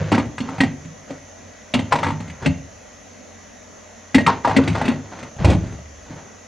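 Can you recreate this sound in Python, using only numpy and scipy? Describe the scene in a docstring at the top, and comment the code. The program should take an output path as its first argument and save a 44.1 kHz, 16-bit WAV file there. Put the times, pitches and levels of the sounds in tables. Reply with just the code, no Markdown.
"""Over hum and a band of hiss, the scene opens with the door panel already ringing low and a rub, then drink
cans knock in a fridge door shelf. At about 5.4 s the door swings shut with a boom and a rattle; all is heard
close by, in a kitchen, in stereo. Knocks, pushes and slams are blows on dying sine modes, with noise puffs for
the ticks; slides are random grains. Sparse decaying taps give the kitchen's answer; room noise and hiss are
random spectra, the hum blurred sines."""
import sys
import numpy as np
from scipy import signal
from scipy.fft import rfft, irfft, next_fast_len
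from scipy.io import wavfile
from scipy.ndimage import uniform_filter1d

SR = 44100
rng = np.random.default_rng(int(sys.argv[2]) if len(sys.argv) > 2 else 0)


def output_pcm(signal):
    """Save a mono or channel-first signal as 16-bit PCM at the path in sys.argv[1].

    Samples are clipped to [-1, 1] before scaling.
    """
    pcm = np.clip(np.atleast_2d(signal).T, -1, 1) * 32767
    wavfile.write(sys.argv[1], SR, np.round(pcm).astype(np.int16))


N = 285327

# broad room noise, relative spectrum: f/Hz, level/dB per Hz
ROOM_NOISE = [(15, -28), (30, -26), (70, -1.5), (125, -11), (230, 6), (320, -8.5), (600, 4), (830, -6.5),
              (1500, -10.5), (2000, -9), (3200, -25), (5300, -35), (8000, -69)]
# band of hiss, relative spectrum: f/Hz, level/dB per Hz
HISS_BAND = [(2940, -9), (5000, -12), (6340, 4.5), (7120, -4.5), (8810, -45.5), (9250, -20), (9940, -19),
             (12100, -35), (12500, -43), (15900, -34)]
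ROOM_NOISE_DB, HISS_DB = -47, -49  # rms
# left-right likeness of room noise and hiss: f/Hz, correlation
LIKENESS = [(60, 0.35), (130, 0.75), (290, 0.35), (640, 0.16), (1410, 0.39), (3100, 0.76), (6820, 0.48),
            (15000, 1)]
# lines of the fridge motor and fan: f/Hz, width/Hz, rms level/dB
HUM_LINES = [(50, 5, -63), (91, 4, -54), (223, 10, -62), (286, 5, -61), (482, 8, -65), (611, 8, -61),
             (758, 6, -67), (1930, 4, -62), (1960, 4, -64)]
# blows on the door panel: a low ring already going as the scene opens, then a hand leaning on it: t/s, peak
# level/dB
HAND_NUDGES = [(0.0, -16), (4.69, -14)]
# modes of the door panel: f/Hz, relative level/dB, t60/s
PANEL_MODES = [(76.8, -2.5, 0.36), (87, -7, 0.39), (100.75, 3, 0.51), (123, 3.5, 0.11), (150, 4.5, 0.38),
               (162.3, 8.5, 0.089), (178.3, 2.5, 0.26)]
# hand and cans sliding: start t/s, length/s, level/dB, swell over the stroke/dB, tone of the rubbed can f/Hz
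STROKES = [(0.0, 0.17, -31.5, -5, 560), (0.128, 0.093, -21.5, -10.5, 1500), (0.41, 0.26, -36.5, -2, 1060),
           (1.093, 0.077, -41, -4.5, 700), (1.772, 0.2, -37.5, -13, 900), (1.923, 0.095, -25.5, -5.5, 900),
           (2.041, 0.12, -29.5, -10, 940), (2.217, 0.22, -44, -7, 1900), (2.407, 0.051, -42.5, 18, 900),
           (4.289, 0.11, -17, -27, 950), (4.451, 0.13, -24.5, -6.5, 950), (4.58, 0.14, -29.5, -6, 1470),
           (4.752, 0.12, -27, -5, 890), (4.85, 0.067, -28, -2.5, 2460), (4.96, 0.042, -34.5, -10.5, 900),
           (5.044, 0.081, -45.5, 0, 900), (5.123, 0.15, -38, -0.5, 1150), (5.392, 0.13, -32.5, 7, 910),
           (5.578, .17, -42, -1.5, 650), (6.059, 0.072, -49.5, 9.5, 900), (6.17, 0.15, -40, -14, 900)]
# relative spectrum of the rubbing: f/Hz, level/dB per Hz
RUB_SPECTRUM = [(59, -55), (100, 3), (255, -7), (451, -7.5), (1020, -11.5), (1530, -7), (2600, -16.5),
                (4890, -23.5), (6770, -30.5), (9380, -53.5), (13000, -53)]
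GRIP_S, LET_GO_S = 0.015, 0.032  # fades outside each stroke
GRAINS_PER_S, GRAIN_SPREAD_DB, RUNG_DB = 2500, 4.5, -5  # RUNG_DB: ringing against bare rubbing
# decay of the kitchen: f/Hz, t60/s
KITCHEN_DECAY = [(60, 0.92), (160, 0.35), (420, 0.61), (1100, 0.32), (2910, 0.36), (7680, 0.14)]
# the opposed left-right part of the kitchen: f/Hz, gain/dB
KITCHEN_WIDTH = [(60, -37.5), (180, -28), (550, -27.5), (1650, -27), (5000, -43), (15000, -23)]
# cans against the shelf and each other: t/s, peak level/dB of panel (before its high-pass), shelf, can wall
# (before its left-right balance) and rim, then wall tone f/Hz, rim tone f/Hz
CAN_KNOCKS = [(0.014, -29, -52, -20, -42, 570, 1650), (0.117, -18, -7, -8.5, -18.5, 820, 1960),
              (0.124, -22, -4.5, -17, -14, 840, 2300), (0.147, -38, -13.5, -22, -18.5, 940, 1850),
              (0.179, -22, -11.5, -12, -20, 720, 1980), (0.197, -28, -26, -22, -25, 685, 2400),
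              (0.252, -23.5, -31, -31, -40, 630, 1950), (0.38, -30.5, -48, -20, -23.5, 920, 1665),
              (0.403, -23, -14.5, -42, -24.5, 1087, 2560), (0.488, -28, -26, -21, -32.5, 1010, 1900),
              (0.542, -44, -38, -26, -42, 776, 2000), (0.581, -22, -38, -22.5, -29, 790, 1990),
              (0.604, -19, -8.5, -17.5, -7.5, 800, 2020), (0.611, -16, -21, -15, -27, 776, 2120),
              (0.633, -35, -9, -15.5, -18.5, 666, 1940), (0.65, -19.5, -42, -35, -58, 670, 2270),
              (0.848, -28, -33, -46, -42, 740, 2010), (1.105, -31, -25.5, -23.5, -36.5, 573, 2140),
              (1.403, -42.5, -37, -52, -57, 740, 2100), (1.738, -17.5, -15.5, -12, -12.5, 620, 2500),
              (1.747, -23, -10.5, -12, -15, 740, 2400), (1.773, -18, -33, -32, -51, 600, 2100),
              (1.791, -37, -16.5, -18.5, -19, 680, 2420), (1.82, -26, -21, -38, -39, 670, 2210),
              (1.922, -23, -33, -3.5, -13, 930, 1740), (1.932, -23.5, -45.0, -12, -22, 780, 1730),
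              (1.954, -51, -22, -10, -19, 920, 1670), (1.987, -25, -30, -19, -25.5, 820, 2080),
              (2.03, -40, -46, -10, -18.5, 1010, 1990), (2.043, -28, -24, -28, -16, 1130, 1670),
              (2.065, -24, -22, -12.5, -20, 890, 1770), (2.084, -23, -16, -16, -22, 960, 1830),
              (2.103, -38, -25, -17, -25, 890, 2010), (2.121, -19, -31, -42, -36, 800, 2000),
              (2.202, -21, -25, -32.5, -33, 710, 2090), (2.278, -38, -32, -46, -36.5, 740, 2050),
              (2.299, -32, -54, -55, -30.5, 740, 2040), (2.425, -24, -37, -26, -35, 900, 1790),
              (2.459, -12.5, -9.5, -14.5, -12.5, 706, 2090), (2.47, -15, -14, -19, -39, 710, 2040),
              (4.145, -24, -4, -13.5, -6.5, 690, 1930), (4.152, -27, -7, -15, -16, 690, 2010),
              (4.169, -13, -9.5, -47, -42, 740, 1970), (4.181, -28, -7, -13, -11, 670, 2000),
              (4.205, -28, -13, -21, -24, 700, 2060), (4.264, -16, -23, -7.5, -11, 1200, 2030),
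              (4.273, -21, -21.5, -2.5, -41, 880, 1910), (4.292, -33, -19, -8, -34, 960, 1790),
              (4.447, -33, -29, -5, -26, 910, 1550), (4.474, -27.5, -20, -8, -22.5, 795, 1860),
              (4.494, -24, -37, -12, -24.5, 790, 1830), (4.51, -43, -30.0, -12.5, -22, 880, 1690),
              (4.564, -18.5, -4, -13.5, -10, 665, 1990), (4.572, -30, -8.5, -28, -18.5, 700, 2170),
              (4.588, -14.5, -7.5, -16, -27, 880, 2000), (4.637, -17, -40, -40, -29.5, 680, 3300),
              (4.676, -14.5, -13.5, -18, -17, 724, 2030), (4.698, -28, -28, -41, -24, 740, 2400),
              (4.729, -30, -26, -43, -29, 700, 2190), (4.752, -31, -39, -14, -23, 930, 1830),
              (4.779, -38, -48, -19, -28, 850, 2010), (4.813, -31, -21, -9.5, -20, 890, 1620),
              (4.853, -29, -15, -33, -21.5, 770, 2570), (4.88, -43.0, -6.5, -19.5, -16, 700, 2310),
              (4.913, -23.5, -17, -21.5, -33, 640, 2400), (4.937, -23, -26, -39, -33, 700, 2000),
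              (5.188, -44.0, -65, -34, -34.5, 650, 2000), (5.228, -31, -30.5, -34, -33, 600, 1990),
              (6.101, -30, -30, -51, -51, 940, 1900)]
# modes of the plastic shelf: f/Hz, relative level/dB, t60/s
SHELF_MODES = [(201.2, -11.5, 0.11), (231.3, -6.5, 0.17), (246, -15.5, 0.039), (265.2, -2.5, 0.17),
               (291.4, -15, 0.23), (350.4, -16, 0.093), (382, -20, 0.1), (475, -15.5, 0.054),
               (554.5, -20, 0.11)]
# modes of a can's wall: f/Hz, relative level/dB, t60/s
WALL_MODES = [(558, 7, 0.03), (670, 1, 0.025), (675, 2.5, 0.026), (786.4, -4, 0.065), (830, -4.5, 0.059),
              (874, -7.5, 0.035), (920, 0.5, 0.053), (969, -0.5, 0.04), (1010, -6.5, 0.028),
              (1074, 6, 0.022), (1102, -7, 0.053), (1219, 2, 0.054), (1363, 4.5, 0.033), (1505, 4, 0.022)]
# modes of a can's rim: f/Hz, relative level/dB, t60/s
RIM_MODES = [(1560, -8, 0.025), (1671, -9, 0.041), (1910, -14.5, 0.012), (1945, -5, 0.044),
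             (2090, -10.5, 0.038), (2164, -7.5, 0.034), (2300, 4, 0.0082), (2584, -1, 0.018),
             (2620, 3.5, 0.0079), (2827, -6.5, 0.053), (3160, -2.5, 0.027), (3452, 0, 0.031),
             (3796, 3, 0.034), (4410, 3.5, 0.056)]
# relative spectrum of the tick of contact: f/Hz, level/dB per Hz
TICK_SPECTRUM = [(1470, -2), (2500, 5.5), (2960, -0.5), (4240, -3), (4830, -5.5), (5560, -8), (8250, -12),
                 (10200, -23), (11100, -33), (13400, -36), (15100, -45), (16000, -37)]
# tick against rim; a blow hard on another's heels has less
TICK_SHARE_DB, REBOUND_DULL_DB, REBOUND_S = 0.5, -20.5, 0.016
# the door meets the cabinet and bounces on its seal: t/s, peak level/dB of cabinet and of the rattling
# can walls (before their left-right balance), cabinet tone f/Hz
DOOR_SLAMS = [(5.363, -28.5, -34, 120), (5.392, -15.5, -53, 128), (5.402, -15, -35, 140),
              (5.432, -29, -34, 150), (5.445, -10.5, -7, 101), (5.452, -13, -22, 110),
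              (5.458, -13, -24, 300), (5.472, -9, -23, 265), (5.485, -6.5, -18, 201),
              (5.499, -16, -13.5, 220), (5.51, -8, -16, 207), (5.53, -16.5, -17, 170),
              (5.547, -7, -23, 160), (5.585, -14.5, -37, 111), (5.635, -21, -35, 200),
              (5.666, -29, -34.5, 150), (5.723, -27, -34, 150), (5.787, -32, -35.5, 90)]
# modes of the cabinet: f/Hz, relative level/dB, t60/s
CABINET_MODES = [(96.4, 6, 0.12), (131, -1.5, 0.21), (160.5, -3.5, 0.21), (179, -1, 0.21),
                 (208, -1.5, 0.16), (257.6, -0.5, 0.12), (322, -2, 0.13), (409, -0.5, 0.066),
                 (498, -6.5, 0.086)]
# the whole fridge body shakes: t/s, peak level/dB
BODY_BOOMS = [(5.395, -24), (5.443, -8), (5.555, -20)]
# modes of the fridge body: f/Hz, relative level/dB, t60/s
BODY_MODES = [(33, -23, .5), (51.5, 0, 1), (67.4, -3, 0.3), (74.6, 0.5, 0.99), (95.5, 7, 0.18)]
RATTLE_WALL_HZ, RATTLE_RIM_HZ = 680, 2200
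RATTLE_RIM_DB, RATTLE_TICK_DB = -15, -7  # against the wall level
EDGE_HZ = 15900  # upper band limit


def gain_of(db):
    """Decibels to amplitude."""
    return 10 ** (np.asarray(db) / 20)


def evened(x):
    """Scales to rms 1."""
    return x / np.sqrt(np.mean(x ** 2) + 1e-20)


def read(points, hz):
    """Reads a table on a log-frequency axis."""
    f, value = np.transpose(points)
    return np.interp(np.log(hz + 1), np.log(f + 1), value)


def coloured(x, spectrum):
    """Filters by a spectrum in dB."""
    size = next_fast_len(x.shape[-1])
    gains = gain_of(read(spectrum, np.fft.rfftfreq(size, 1 / SR)))
    return irfft(rfft(x, size) * gains, size)[..., :x.shape[-1]]


def add(mix, s, sound):
    """Mixes a two-sided sound in at s seconds."""
    part = mix[:, round(s * SR):][:, :sound.shape[1]]
    part += sound[:, :part.shape[1]]


def floor():
    """Room noise and hiss as random short-time spectra with soft uneven patches, partly alike left and right."""
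    frames, hz = N // 512 + 5, np.fft.rfftfreq(2048, 1 / SR)
    a, b, c, d, patches = rng.standard_normal((frames, 1025, 5)).T
    patches = uniform_filter1d(patches, 10, 0)  # over frequency
    patches = evened(uniform_filter1d(patches, 8, 1))  # over time
    same = np.clip(read(LIKENESS, hz), -1, 1)[:, None]
    left, other = a + 1j * b, c + 1j * d
    spectra = np.array([left, same * left + np.sqrt(1 - same ** 2) * other])
    spectra *= gain_of(1.5 * patches)
    white = signal.istft(spectra, nperseg=2048, noverlap=1536)[1][:, :N]
    room_noise = gain_of(ROOM_NOISE_DB) * evened(coloured(white, ROOM_NOISE))
    return room_noise + gain_of(HISS_DB) * evened(coloured(white, HISS_BAND))


def fridge():
    """Wavering lines: a steady tone blurred by a narrow band of noise, mostly alike on both sides."""
    size = next_fast_len(N)
    hz, t = np.fft.rfftfreq(size, 1 / SR), np.arange(N) / SR
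    out = np.zeros((2, N))
    for f, width, db in HUM_LINES:
        noise = rng.standard_normal((3, size))
        two_sided = noise[0] + 0.16 * noise[1:]
        band = 1 / (1 + ((hz - f) / width) ** 2)
        blur = evened(irfft(rfft(two_sided) * band, size)[:, :N])
        tone = 2.0 * np.sin(2 * np.pi * (f * t + rng.random()))
        out += gain_of(db) * evened(blur + tone)
    return out


def ringing(modes):
    """One dying sine a mode."""
    hz, db, t60 = np.transpose(modes)[:, :, None]
    t = np.arange(0, t60.max(), 1 / SR)
    return hz, t, gain_of(db - 60 * t / t60) * np.sin(2 * np.pi * hz * t)


def chatter(count, contact_s):
    """The contact force: one firm blow, then a weaker rattle while the parts settle."""
    t = np.arange(4096) / SR
    settling = np.exp(-t / contact_s) + gain_of(-3.5) * np.exp(-t / (4.9 * contact_s))
    rattle = (1 - np.exp(-t / 0.00027)) * settling * rng.standard_normal((count, 1, len(t)))
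    firm_blow = gain_of(3.0) * (t == 0)
    return rattle / np.linalg.norm(settling) + firm_blow


def detuned(sounds, share):
    """Load and grip shift the pitch of each blow a little."""
    at = np.arange(sounds.shape[2])
    steps = 1 + share * rng.uniform(-1.057, 1, len(sounds))
    return [np.array([np.interp(at * step, at, side, right=0) for side in pair])
            for step, pair in zip(steps, sounds)]


def placed(times, peaks_db, sounds):
    """Sets each sound at its time and peak level."""
    out = np.zeros((2, N))
    for s, peak_db, sound in zip(times, peaks_db, sounds):
        add(out, s, gain_of(peak_db) * sound / abs(sound).max())
    return out


def struck(modes, times, peaks_db, contact_s, rise_s, spread_db, side_db, detune, tones_hz=None, focus_db=0):
    """Each blow wakes the modes in another mix, strongest near any given tone, slightly unlike on the two sides."""
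    hz, t, rings = ringing(modes)
    chance = rng.standard_normal((len(times), 4, len(modes)))
    mix = gain_of(spread_db * chance[:, :1]) * np.sign(chance[:, 1:2])
    mix = mix * (1 + gain_of(side_db) * chance[:, 2:])
    if tones_hz is not None:
        octaves_off = abs(np.log2(hz.T / tones_hz[:, None]))
        mix = mix * gain_of(-focus_db * octaves_off)[:, None]
    swelling = rings * (1 - np.exp(-t / rise_s))  # each blow swells in softly over a short rise time
    blows = signal.fftconvolve(mix @ swelling, chatter(len(times), contact_s), axes=2)
    return placed(times, peaks_db, detuned(blows, detune))


def nudges():
    """Soft blows wake only the door panel: its low ring at the very start, and a later push."""
    return struck(PANEL_MODES, *np.transpose(HAND_NUDGES), contact_s=0.0011, rise_s=0.014,
                  spread_db=0.94, side_db=-15.0, detune=0.038)


def slides():
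    """Rubbing: uneven grains under each stroke, partly ringing the can near its tone."""
    hz, _, rings = ringing(WALL_MODES + RIM_MODES)
    out = np.zeros((2, N))
    for start, length, db, swell_db, tone_hz in STROKES:
        t = np.arange(-GRIP_S, length + LET_GO_S, 1 / SR)
        touch = np.interp(t, [t[0], 0, length, t[-1]], [0, 1, 1, 0])
        touch = touch * gain_of(db + swell_db * np.clip(t / length, 0, 1))
        chance = rng.random((4, SR // 2))[:, :len(t)]
        grains = (chance[0] < GRAINS_PER_S / SR) * np.sign(chance[1] - .5)
        grains = grains * gain_of(-GRAIN_SPREAD_DB * np.log(chance[2] + 0.03))
        # a fine hiss, unlike on the two sides
        grains = grains + gain_of(-33.5) * (chance[2:] - .5) * np.sqrt(12)
        can = (rings * gain_of(-14.5 * abs(np.log2(hz / tone_hz)))).sum(0)
        rung = signal.fftconvolve(grains, can[None])[:, :len(t)]
        rubbed = evened(coloured(grains, RUB_SPECTRUM))
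        sound = touch * evened(rubbed + gain_of(RUNG_DB) * evened(rung))
        begin = start + t[0]
        add(out, max(begin, 0), sound[:, max(round(-begin * SR), 0):])
    return out


def kitchen(x):
    """Sparse taps of random sign, each band dying at its own speed: three tails common to both sides and three
    opposed ones, which swell and fade in turn."""
    taps = np.zeros((6, SR))
    at = np.arange(130, SR - 20, 20) + rng.integers(0, 20, (6, (SR - 131) // 20))
    np.put_along_axis(taps, at, rng.choice([-1., 1.], at.shape), 1)
    hz, t, z = signal.stft(taps, SR, nperseg=512)
    t60 = np.maximum(read(KITCHEN_DECAY, hz), .03)[:, None]
    tail = signal.istft(z * gain_of(-60 * t / t60), SR, nperseg=512)[1]
    # 2 Hz cosines, a sixth of a cycle apart
    turns = np.sqrt(2 / 3) * np.cos(np.pi * (np.arange(N) * 4 / SR + np.arange(6)[:, None] / 3))
    wet = signal.fftconvolve(x * turns, tail / np.linalg.norm(tail[0]), axes=1)[:, :N]
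    mid = gain_of(-13.5) * wet[:3].sum(0)
    side = coloured(wet[3:].sum(0), KITCHEN_WIDTH)
    return np.array([mid + side, mid - side])


def ticks(times, peaks_db, rise_s, t60):
    """The bright crack of first contact: a dying puff of treble, a little unlike on the two sides."""
    t = np.arange(4096) / SR
    noise = rng.standard_normal((len(times), 3, len(t)))
    two_sided = noise[:, :1] + gain_of(-41) * noise[:, 1:]
    puffs = coloured(two_sided, TICK_SPECTRUM) * gain_of(-60 * t / t60)
    return placed(times, peaks_db, puffs * (1 - np.exp(-t / rise_s)))


def metal(s, can_db, rim_db, tick_db, can_hz, rim_hz):
    """A can's wall, its rim and the tick of contact; the wall sounds a little to the left."""
    wall = struck(WALL_MODES, s, can_db, contact_s=0.0057, rise_s=0.00092, spread_db=2.0,
                  side_db=-11.0, detune=0.023, tones_hz=can_hz, focus_db=19.8)
    wall = wall * gain_of([[.8], [-.8]])  # left, right
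    rim = struck(RIM_MODES, s, rim_db, contact_s=0.0046, rise_s=0.0012, spread_db=1.7,
                 side_db=-31.5, detune=0.0327, tones_hz=rim_hz, focus_db=24.7)
    return wall + rim + ticks(s, tick_db, rise_s=0.0049, t60=0.058)


def cans():
    """Cans knock; the metal rings high, the shelf and door panel low."""
    s, panel_db, shelf_db, can_db, rim_db, can_hz, rim_hz = np.transpose(CAN_KNOCKS)
    dulled_db = REBOUND_DULL_DB * np.exp(-np.diff(s, prepend=0) / REBOUND_S)
    tick_db = rim_db + TICK_SHARE_DB + dulled_db
    panel = struck(PANEL_MODES, s, panel_db, contact_s=0.0022, rise_s=0.00068, spread_db=3.3,
                   side_db=-16.0, detune=0.025)
    shelf = struck(SHELF_MODES, s, shelf_db, contact_s=0.00047, rise_s=0.002, spread_db=2.9,
                   side_db=-10.0, detune=0.015)
    # the panel knocks have little below 60 Hz
    panel = signal.sosfilt(signal.butter(2, 60, "high", fs=SR, output="sos"), panel)
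    return panel + shelf + metal(s, can_db, rim_db, tick_db, can_hz, rim_hz)


def door():
    """The cabinet booms, the body of the fridge shakes and the cans in the door rattle along."""
    s, cabinet_db, can_db, cabinet_hz = np.transpose(DOOR_SLAMS)
    rattle = metal(s, can_db, can_db + RATTLE_RIM_DB, can_db + RATTLE_TICK_DB,
                   np.full(len(s), RATTLE_WALL_HZ), np.full(len(s), RATTLE_RIM_HZ))
    body = struck(BODY_MODES, *np.transpose(BODY_BOOMS), contact_s=0.0015, rise_s=0.0017,
                  spread_db=1.0, side_db=-32.0, detune=0.012)
    cabinet = struck(CABINET_MODES, s, cabinet_db, contact_s=0.0016, rise_s=0.0013, spread_db=1.16,
                     side_db=-13.5, detune=0.052, tones_hz=cabinet_hz, focus_db=6.4)
    return cabinet + body + rattle


def scene():
    """The mean of both sides of everything near the door feeds the kitchen; noise and hum stay without it."""
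    near = nudges() + slides() + cans() + door()
    return floor() + fridge() + near + kitchen(near.mean(0))


def record(dry):
    """The microphone input clips at full scale; then the band limit."""
    lowpass = signal.firwin(511, EDGE_HZ, window=("kaiser", 9), fs=SR)
    return signal.oaconvolve(np.clip(dry, -1, 1), lowpass[None], "same")


dry = scene()
out = record(dry)
output_pcm(out)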